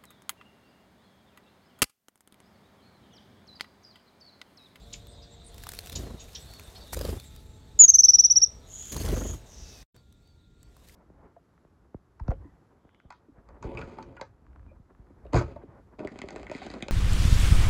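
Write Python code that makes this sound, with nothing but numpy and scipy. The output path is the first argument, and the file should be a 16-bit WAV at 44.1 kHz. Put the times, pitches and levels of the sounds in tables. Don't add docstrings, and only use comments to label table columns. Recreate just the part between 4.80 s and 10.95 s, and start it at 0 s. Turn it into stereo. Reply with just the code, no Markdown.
import sys
import numpy as np
from scipy import signal
from scipy.fft import rfft, irfft, next_fast_len
from scipy.io import wavfile
from scipy.ndimage import uniform_filter1d, map_coordinates

SR = 44100
rng = np.random.default_rng(int(sys.argv[2]) if len(sys.argv) > 2 else 0)


def log_audio(samples):
    frames = np.atleast_2d(samples).T
    limited = np.clip(frames, -1, 1)
    pcm = np.round(limited * 32767).astype(np.int16)
    wavfile.write(sys.argv[1], SR, pcm)


N = 271215
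TIME = np.arange(N) / SR


def amp(db):
    return 10 ** (np.asarray(db) / 20)


def pan(db):
    return amp([[db / 2], [-db / 2]])


def unit(x):
    return x / np.sqrt(np.mean(x ** 2) + 1e-20)


def along(points, hz):
    freqs, values = np.transpose(points)
    return np.interp(np.log(hz + 1), np.log(freqs + 1), values)


def automation(spans, outside=None):
    times, *columns = np.transpose(np.vstack(spans))
    return [np.interp(TIME, times, column, outside, outside) for column in columns]


def wobble(hz, count=N):
    return map_coordinates(rng.standard_normal(int(count * hz / SR) + 4), [np.arange(count) * hz / SR])


def flutter(hz, count):
    return unit(wobble(hz, count))


def filtered(x, response):
    size = next_fast_len(N + SR // 2)
    return irfft(rfft(x, size) * response(np.fft.rfftfreq(size, 1 / SR)), size)[..., :N]


def add(track, start_s, sound):
    room = track[..., round(start_s * SR):][..., :sound.shape[-1]]
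    room += sound[..., :room.shape[-1]]


def echoes(x, t60, far_t60, far_db):
    t = np.arange(SR // 2) / SR
    tail = rng.standard_normal((2, len(t))) * (amp(-60 * t / t60) + amp(far_db - 60 * t / far_t60))
    return signal.fftconvolve(x[None], tail / np.linalg.norm(tail[0]), axes=1)


# freq_hz, left_right_correlation
NOISE_IMAGE = [(60, 0.95), (180, 0.85), (550, 0.21), (1650, 0.16), (4970, 0.7), (15000, 0.3)]

def rush(eq, patchy_db, grain=1):
    bins = signal.stft(grain * rng.standard_normal((2, N)), nperseg=512)[2]
    patches = uniform_filter1d(rng.standard_normal(bins.shape[1:]), size=6, axis=0)
    patches = unit(uniform_filter1d(patches, size=10, axis=1))
    pair = signal.istft(bins * amp(patchy_db * patches), nperseg=512)[1][:, :N]

    def mid_side_gains(hz):
        angle = np.arccos(np.clip(along(NOISE_IMAGE, hz), -1, 1)) / 2
        return amp(along(eq, hz)) * [np.cos(angle), np.sin(angle)]

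    mid, side = filtered(pair, mid_side_gains)
    return unit(np.array([mid + side, mid - side]))


# freq_hz, gain_db
RUMBLE_EQ = [(15, -22), (25, 0.5), (54, 0), (136, -12), (172, -15), (303, -20), (430, -25.5), (500, -31),
             (650, -59), (1100, -120)]
AIR_EQ = [(200, -33.5), (400, 0), (700, -4), (1200, -11), (2500, -16), (5000, -21.5), (8500, -18),
          (9300, -44), (12000, -30), (16000, -40.5)]
CHORUS_EQ = [(2900, -32), (3450, -3.5), (3700, 0.5), (4000, -5), (4700, -15.5), (5500, -45)]
# time_s, level_db
AIR_FADER = [(0, -61), (1.9, -56), (2.5, -63.5), (3, -61), (5.03, -59.5), (5.15, -62), (5.25, -71),
             (5.75, -69), (6.15, -60.5)]
CHORUS_FADER = [(0, -61), (2.3, -61), (2.6, -65.5), (3, -69), (3.3, -63.5), (4.1, -69.5), (4.5, -73.5),
                (5.03, -65), (5.15, -72.5), (6.15, -78.5)]
# start_s, stop_s, pitch_hz, level_db
FAR_TONES = [(0, 1.67, 463, -63.5), (0, 0.58, 581, -65.5), (0, 1.33, 694, -65), (2.4, 5, 431, -70.5),
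             (2.4, 5, 651, -71.5), (2.4, 5, 867, -72), (2.4, 4, 1303, -76), (5.1, 6.0, 1400, -75.5)]
FIRST_BATH_END_S, SECOND_BATH_START_S = 5.031, 5.145

def garden():
    rumble_db = np.where(TIME > FIRST_BATH_END_S, -52, -48.5)
    out = amp(rumble_db + 0.4 * wobble(2.3) + 0.23 * wobble(12)) * rush(RUMBLE_EQ, patchy_db=0.83)
    out += amp(automation([AIR_FADER])[0] + .7 * wobble(5.6)) * rush(AIR_EQ, patchy_db=1.6)
    out += amp(automation([CHORUS_FADER])[0] + 0.45 * wobble(26)) * rush(CHORUS_EQ, patchy_db=3.5)
    for start_s, stop_s, hz, db in FAR_TONES:
        fade = np.clip(np.minimum(TIME - start_s, stop_s - TIME) / 0.058, 0, 1)
        out += fade * amp(db + 1.8 * wobble(3)) * np.sin(2 * np.pi * hz * TIME + .6 * wobble(3.1))
    return out


# time_s, level_db
SPRAY_FADER = [
    [(0, -73), (.15, -65.5), (.45, -98), (.69, -82), (.75, -60), (.9, -53), (1.2, -57), (1.35, -68),
     (1.52, -57.5), (2.1, -61.5), (2.29, -48), (2.45, -61), (2.6, -65.5), (2.74, -75)],
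    [(3.85, -75), (3.92, -61.5), (4.1, -54), (4.27, -44.5), (4.4, -53), (4.55, -57), (4.6, -68),
     (4.87, -67), (5, -59.5)],
    [(5.15, -80), (5.8, -90), (6.09, -60)],
]
# freq_hz, gain_db
FIZZ_EQ = [(500, -22), (1500, -1), (5000, -2.5), (9000, -4), (13000, -3.5), (16000, -13)]

def spray():
    spits = amp(2.7 * wobble(700) + 1.764 * wobble(90))
    return amp(automation(SPRAY_FADER)[0]) * rush(FIZZ_EQ, patchy_db=-1.5, grain=spits)


# start_s, length_s, start_hz, middle_hz, end_hz, level_db, echo_send_db
CALLS = [(0.005, 0.044, 7450, 7550, 7600, -68, -6), (0.126, 0.018, 2600, 7260, 1990, -38, -3),
         (0.263, .07, 8200, 8240, 8040, -61, -2), (.3, 0.073, 5030, 4930, 4800, -65, -3),
         (0.412, 0.034, 4310, 5040, 4580, -58, 2.5), (0.503, 0.053, 6960, 7600, 7400, -59.5, -11),
         (0.635, 0.025, 7200, 9000, 7800, -62, 1), (0.662, 0.0083, 7900, 8900, 7800, -55, 4),
         (0.67, 0.019, 8200, 9000, 6600, -56, -1), (1.152, 0.013, 3800, 7020, 3040, -34, 0.5),
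         (1.382, 0.037, 3000, 6900, 6470, -61.5, 13.5), (1.546, 0.015, 3600, 5740, 2950, -41, 2.5),
         (1.219, 0.11, 4310, 4150, 3830, -62, -5), (1.589, 0.054, 8000, 7900, 8050, -57.5, -4),
         (1.654, 0.16, 4300, 4400, 4300, -56, -4.5), (1.814, .04, 8400, 8450, 8300, -78, 19),
         (1.949, 0.024, 3000, 4410, 4250, -49.5, 1.5), (1.993, .05, 4600, 4550, 4240, -56, 0),
         (2.426, 0.052, 7300, 7560, 7350, -69, 13), (2.526, .09, 4750, 4750, 4700, -70, 1),
         (2.597, 0.22, 7450, 7400, 7350, -80.5, 11.5), (4.698, 0.33, 4800, 4680, 4630, -70.5, 8),
         (4.749, 0.28, 2600, 2650, 2500, -68, 2), (4.814, 0.054, 3800, 3934, 3600, -72, 0),
         (4.943, 0.055, 3800, 3660, 3570, -84, -1), (5.15, 0.052, 4600, 4560, 4483, -65.5, -4),
         (5.401, 0.16, 4300, 4600, 4400, -71, -6), (5.781, 0.12, 4600, 4560, 4560, -73.5, -4.5)]

def chirps():
    out = np.zeros((2, N))
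    for start_s, length_s, start_hz, middle_hz, end_hz, db, echo_db in CALLS:
        count = round(length_s * SR)
        place = np.linspace(-1, 1, count)
        bend = np.sin(np.pi * np.abs(place) / 2) ** 2.3
        pitch = middle_hz + (np.where(place < 0, start_hz, end_hz) - middle_hz) * bend
        pitch *= 1 + 0.015 * flutter(152.3, count)
        phase = 2 * np.pi * np.cumsum(pitch) / SR
        rough = np.clip(0.61 + echo_db / 15, .15, 1)
        undertone = rough * (middle_hz - start_hz) / 4500 * (1 - place ** 2) ** 2 * np.sin(.55 * phase)
        envelope = amp(db) * np.cos(np.pi * place / 2) ** 0.67 * (1 + .5 * place)
        voice = envelope * (1 + rough * flutter(2770, count)) * (np.sin(phase) + undertone)
        add(out, start_s, voice * pan(3))
        add(out, start_s + 0.0036, amp(echo_db) * echoes(voice, t60=0.1172, far_t60=.5, far_db=-20.5))
    return out


def small_drops(per_second=24):
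    when, softness, pitch, side, dullness = rng.random((round(per_second * N / SR), 5)).T
    spray_db = automation(SPRAY_FADER)[0][(when * N).astype(int)]
    level_db = spray_db + 13 - 12 * softness
    return np.transpose([when * N / SR, level_db, 1000 * 6 ** pitch, 8 * side - 3, 4 - 14 * dullness])


# start_s, level_db, ring_hz, pan_db, ring_db
LOUD_DROPS = [(0.2694, -39, 3580, 5, -2), (0.7432, -36, 3560, 1.5, -11), (0.7806, -31.5, 7440, 1.5, -9),
              (0.8365, -27, 1640, 2.5, -9), (0.8684, -26.5, 1190, -1, -0.5), (0.8899, -19, 10230, 4, -6),
              (0.9183, -25.5, 7850, -2, -5.5), (0.9353, -25.5, 3170, -5, -14), (0.9494, -32, 10100, -2, 3),
              (0.9892, -21.5, 4300, 4, 1), (1.06, -30, 7360, 2, -4), (1.0714, -27.5, 7190, 3.5, -12),
              (1.0969, -24, 3540, -1.5, -6.5), (1.1273, -29, 4160, 9, -9), (1.7365, -33, 4360, 0.5, -8),
              (1.7963, -30.5, 2500, 4.5, -5), (2.1316, -26, 880, 5.5, 2), (2.1705, -31, 1050, 5, -4),
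              (2.1904, -23.5, 3480, 1.5, -20), (2.2119, -22.5, 4600, 4.5, -11), (2.2508, -27, 4370, 3, -1),
              (2.3989, -30, 4300, 0, -4.5), (2.5621, -36.5, 4880, 9.5, -22), (4.1444, -25.5, 6340, 6, -4.5),
              (4.1644, -27, 970, 3.5, 1), (4.1984, -27.5, 6600, 2.5, -9), (4.2802, -35, 1380, 2, 8),
              (4.365, -30, 1311, 2, 1), (5.1634, -41, 1478, 2, -4.5), (5.3248, -45.5, 3770, -4.5, -6),
              (5.4744, -53.5, 3000, 9, -8), (5.8301, -43, 7700, 1, 5), (5.9664, -41.5, 1070, -1, -4.5),
              (6.0864, -37, 4330, -2.5, -6.5), (6.0955, -44.5, 2070, -0.5, 5)]

def drops():
    out, t = np.zeros((2, N)), np.arange(SR // 40) / SR
    for start_s, db, hz, pan_db, ring_db in [*LOUD_DROPS, *small_drops()]:
        ring_envelope = np.exp(-t * max(hz / 5.5, 900)) * (1 - np.exp(-t / .0004))
        ring = amp(ring_db) * np.sin(2 * np.pi * hz * t) * ring_envelope
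        burst = rng.standard_normal(len(t) + 1) + 0.96 * rng.standard_normal((2, len(t) + 1))
        crack = (burst[:, 1:] + .15 * burst[:, :-1]) * amp(-60 * t / .014) * (1 - np.exp(-t / .0005))
        add(out, start_s, amp(db) * pan(pan_db) * (ring + 0.33 * crack))
    return out


def pulse(t, rise_s, fall_s):
    return np.exp(-((t - .004) / np.where(t < .004, rise_s, fall_s)) ** 2)


# nearest_s, flap_db, thump_db, swish_db, swish_fade_db_per_stroke, draught_db, pan_db
FLY_BYS = [(1.218, -42.5, -48, -45.5, 6.5, -35.5, -0.5), (2.34, -38.5, -28, -37, 4.5, -28, 3.5),
           (4.3, -36.5, -42, -38.5, 3, -25, -2)]
# start_s, rate_hz, stroke_count
WINGBEATS = [(1.122, 27.5, 7), (2.129, 25.2, 7), (4.122, 24.2, 11)]
# freq_hz, gain_db
GUST_EQ = [(15, -40), (25, -8.5), (38, -10), (64, -28), (81, 18), (182, -21), (250, 4), (320, -54),
           (550, -120)]
FLAP_EQ = [(88, -25), (150, -2), (270, -3.5), (464, -6.5), (930, -18), (1150, -18), (2100, -29.5),
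           (2500, -34.5), (3250, -28), (5500, -120)]
# stroke_rate_multiple, level_db
THROB_PARTIALS = [(2, 2.5), (3, -1), (4, -8), (5, -9.5), (6, -17)]
THUMP_HZ, THUMP_S = 453, 0.0027
THUMP_SINK = 0.28
DRAUGHT_FADE_S, PASS_S = .06, 0.16

def wings():
    out, t = np.zeros((2, N)), np.arange(-.04, .06, 1 / SR)
    gust, flap_noise = rush(GUST_EQ, patchy_db=1.0), rush(FLAP_EQ, patchy_db=2.5)
    centre = flap_noise.mean(axis=0)
    flap_noise = unit(centre + 0.76 * (flap_noise - centre))
    feathers = rush(FIZZ_EQ, patchy_db=4.5, grain=amp(3.5 * wobble(300)))
    for fly_by, (start_s, rate_hz, count) in zip(FLY_BYS, WINGBEATS):
        nearest_s, flap_db, thump_db, swish_db, fade_db, draught_db, pan_db = fly_by
        flap, thump, swish = np.zeros((3, N))
        for k, place in enumerate(np.linspace(-1, 1, count)):
            at_s = start_s + k / rate_hz + t[0]
            arch_db = -9.5 * place ** 4
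            clap_hz = THUMP_HZ * (1 - THUMP_SINK * place) * np.exp(0.11 * rng.standard_normal())
            clap = np.sin(2 * np.pi * clap_hz * t) * pulse(t, THUMP_S, THUMP_S)
            add(thump, at_s, amp(thump_db + arch_db) * clap)
            add(flap, at_s, amp(flap_db + arch_db) * pulse(t, rise_s=.008, fall_s=.013))
            add(swish, at_s, amp(swish_db - fade_db * k) * pulse(t, rise_s=.007, fall_s=.013))
        inside_s = np.minimum(TIME - start_s, start_s + count / rate_hz - TIME)
        fade = np.clip(inside_s / DRAUGHT_FADE_S + .5, 0, 1) ** 2
        draught = fade * amp(draught_db + 2.7 * wobble(10)) / np.hypot(1, (TIME - nearest_s) / PASS_S)
        phase = 2 * np.pi * rate_hz * TIME + 0.88 * wobble(5)
        throb = unit(sum(amp(db + 2.9 * wobble(16)) * np.sin(multiple * phase + 6 * rng.random())
                         for multiple, db in THROB_PARTIALS))
        lows = draught * (0.6 * throb + 0.18 * gust)
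        mids = thump + (flap + amp(-18.5) * draught) * flap_noise
        highs = (swish + amp(-27) * draught) * feathers
        out += pan(pan_db) * (lows + mids + highs)
    return out


def short_note(start_s, length_s, top_hz, climb_hz, middle_db, swell_db, round_db):
    times = start_s + length_s * np.linspace(0, 1, num=5)
    pitch = top_hz - np.array([0.89 * climb_hz, 0.58 * climb_hz, 0.011 * climb_hz, 0, 385.7])
    inner_db = middle_db + np.array([-swell_db - round_db, 0, swell_db - round_db])
    edge_db = inner_db.max() - 10
    return np.transpose([times, pitch, [edge_db, *inner_db, edge_db]])


# time_s, pitch_hz, level_db
OPENING_NOTE = [(2.9917, 6810, -15.2), (2.9997, 6960, -5.2), (3.0078, 7030, -2.1), (3.0159, 7010, -2.4),
                (3.0239, 6650, -5.9), (3.0323, 6610, -7.2), (3.0407, 6790, -4.4), (3.049, 6740, -5.3),
                (3.0574, 6390, -17.1)]
# start_s, length_s, top_hz, climb_hz, middle_db, swell_db, round_db
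TRILL_NOTES = [(3.0812, .0266, 6430, 560, -6.3, 3.2, 1), (3.1385, .0253, 6250, 640, -8.1, .3, 0),
               (3.1854, .0259, 6210, 750, -8.2, -1.6, -.8), (3.2342, .0267, 6150, 900, -7.8, -.7, -1),
               (3.2836, .0257, 6020, 730, -6.3, -1.9, 1), (3.3347, .0267, 5920, 520, -7.4, -1.1, 1.3),
               (3.3863, .0268, 6020, 740, -6.8, -1.7, 2.5), (3.438, .0273, 5930, 620, -7.7, 0, 2.8),
               (3.5007, .0273, 5950, 620, -9.4, .4, 3), (3.5582, .0285, 5860, 590, -8.3, .4, 2.5),
               (3.6174, .0305, 5820, 500, -10.1, 1.5, .6)]
LEFT_LEAD_RAD, BEAK_HZ = .8, 12600

def trill():
    out = np.zeros((2, N))
    for note in [OPENING_NOTE] + [short_note(*row) for row in TRILL_NOTES]:
        times, hz, db = np.transpose(note)
        t = np.arange(times[0] - .005, times[-1] + 0.003, 1 / SR)
        count = len(t)
        pitch = np.interp(t, [t[0], *times, t[-1]], [hz[0] - 650, *hz, hz[-1] - 1000])
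        pitch = uniform_filter1d(pitch, size=110)
        envelope = np.interp(t, [times[0] - .002, *times, times[-1] + 0.00067], [0, *amp(db), 0])
        envelope = np.convolve(envelope, np.hanning(90) / np.hanning(90).sum(), "same")
        phase = 2 * np.pi * np.cumsum(pitch) / SR + [[LEFT_LEAD_RAD / 2], [-LEFT_LEAD_RAD / 2]]
        whistle = (1 + amp(-27) * flutter(700, count)) * np.sin(phase)
        breath = amp(-31) * flutter(2200, count) * np.sin(phase)
        breath += amp(-48) * flutter(2500, count) * np.sin(.78 * phase)
        breath += amp(-54.5) * flutter(910, count) * np.sin(phase / 2)
        beak_gain = 1 / (1 + ((2 * pitch - BEAK_HZ) / 800) ** 4)
        octave = amp(-37) * (1 + .7 * flutter(1200, count)) * beak_gain * np.sin(2 * phase)
        voice = envelope * (whistle + breath) + envelope ** .5 * octave
        add(out, t[0], voice * pan(1))
        add(out, t[0] + 0.0057, amp(-15) * echoes(voice[0], t60=0.19, far_t60=0.44, far_db=-19.5))
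    return out


# time_s, centre_hz, level_db
RASP_CONTOURS = [
    [(3.82, 6690, -78.5), (3.93, 6780, -41.5), (4.1, 6860, -39.5), (4.316, 6100, -52.5),
     (4.434, 6710, -40.5), (4.504, 6710, -42), (4.63, 6600, -69)],
    [(4.66, 6600, -62), (4.744, 5900, -50.5), (4.894, 5824, -52), (5.03, 5605, -56.5)],
]
RASP_HALF_WIDTHS_HZ = (330, 750)

def rasps():
    out = np.zeros((2, N))
    for contour, half_width_hz in zip(RASP_CONTOURS, RASP_HALF_WIDTHS_HZ):
        phase = 2 * np.pi * np.cumsum(automation([contour])[0]) / SR
        noise = rng.standard_normal((2, 2, N)) + 1.7 * rng.standard_normal((2, 1, N))
        upper, lower = unit(filtered(noise, lambda hz: 1 / (1 + (hz / half_width_hz) ** 2.3)))
        level = amp(automation([contour], outside=-120)[1] + 1.5 * wobble(25))
        out += level * pan(-2) * (upper * np.sin(phase) + amp(-15.5) * lower * np.sin(.48 * phase))
    return out


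def scene():
    return garden() + spray() + chirps() + drops() + wings() + trill() + rasps()


CEILING, LOW_CUT_HZ, HIGH_CUT_HZ = .93, 36, 15900

def record(dry):
    clipped = dry / (1 + np.abs(dry / CEILING) ** 10) ** (1 / 10)
    close_s, open_s = FIRST_BATH_END_S, SECOND_BATH_START_S
    gate_times = [close_s - .002, close_s, close_s + 0.037, open_s - .004, open_s]
    gated = clipped * amp(np.interp(TIME, gate_times, [1, -2, -58, -89, -1]))
    return filtered(gated, lambda hz: (hz < HIGH_CUT_HZ) * hz ** 4 / (hz ** 4 + LOW_CUT_HZ ** 4))


dry = scene()
out = record(dry)
log_audio(out)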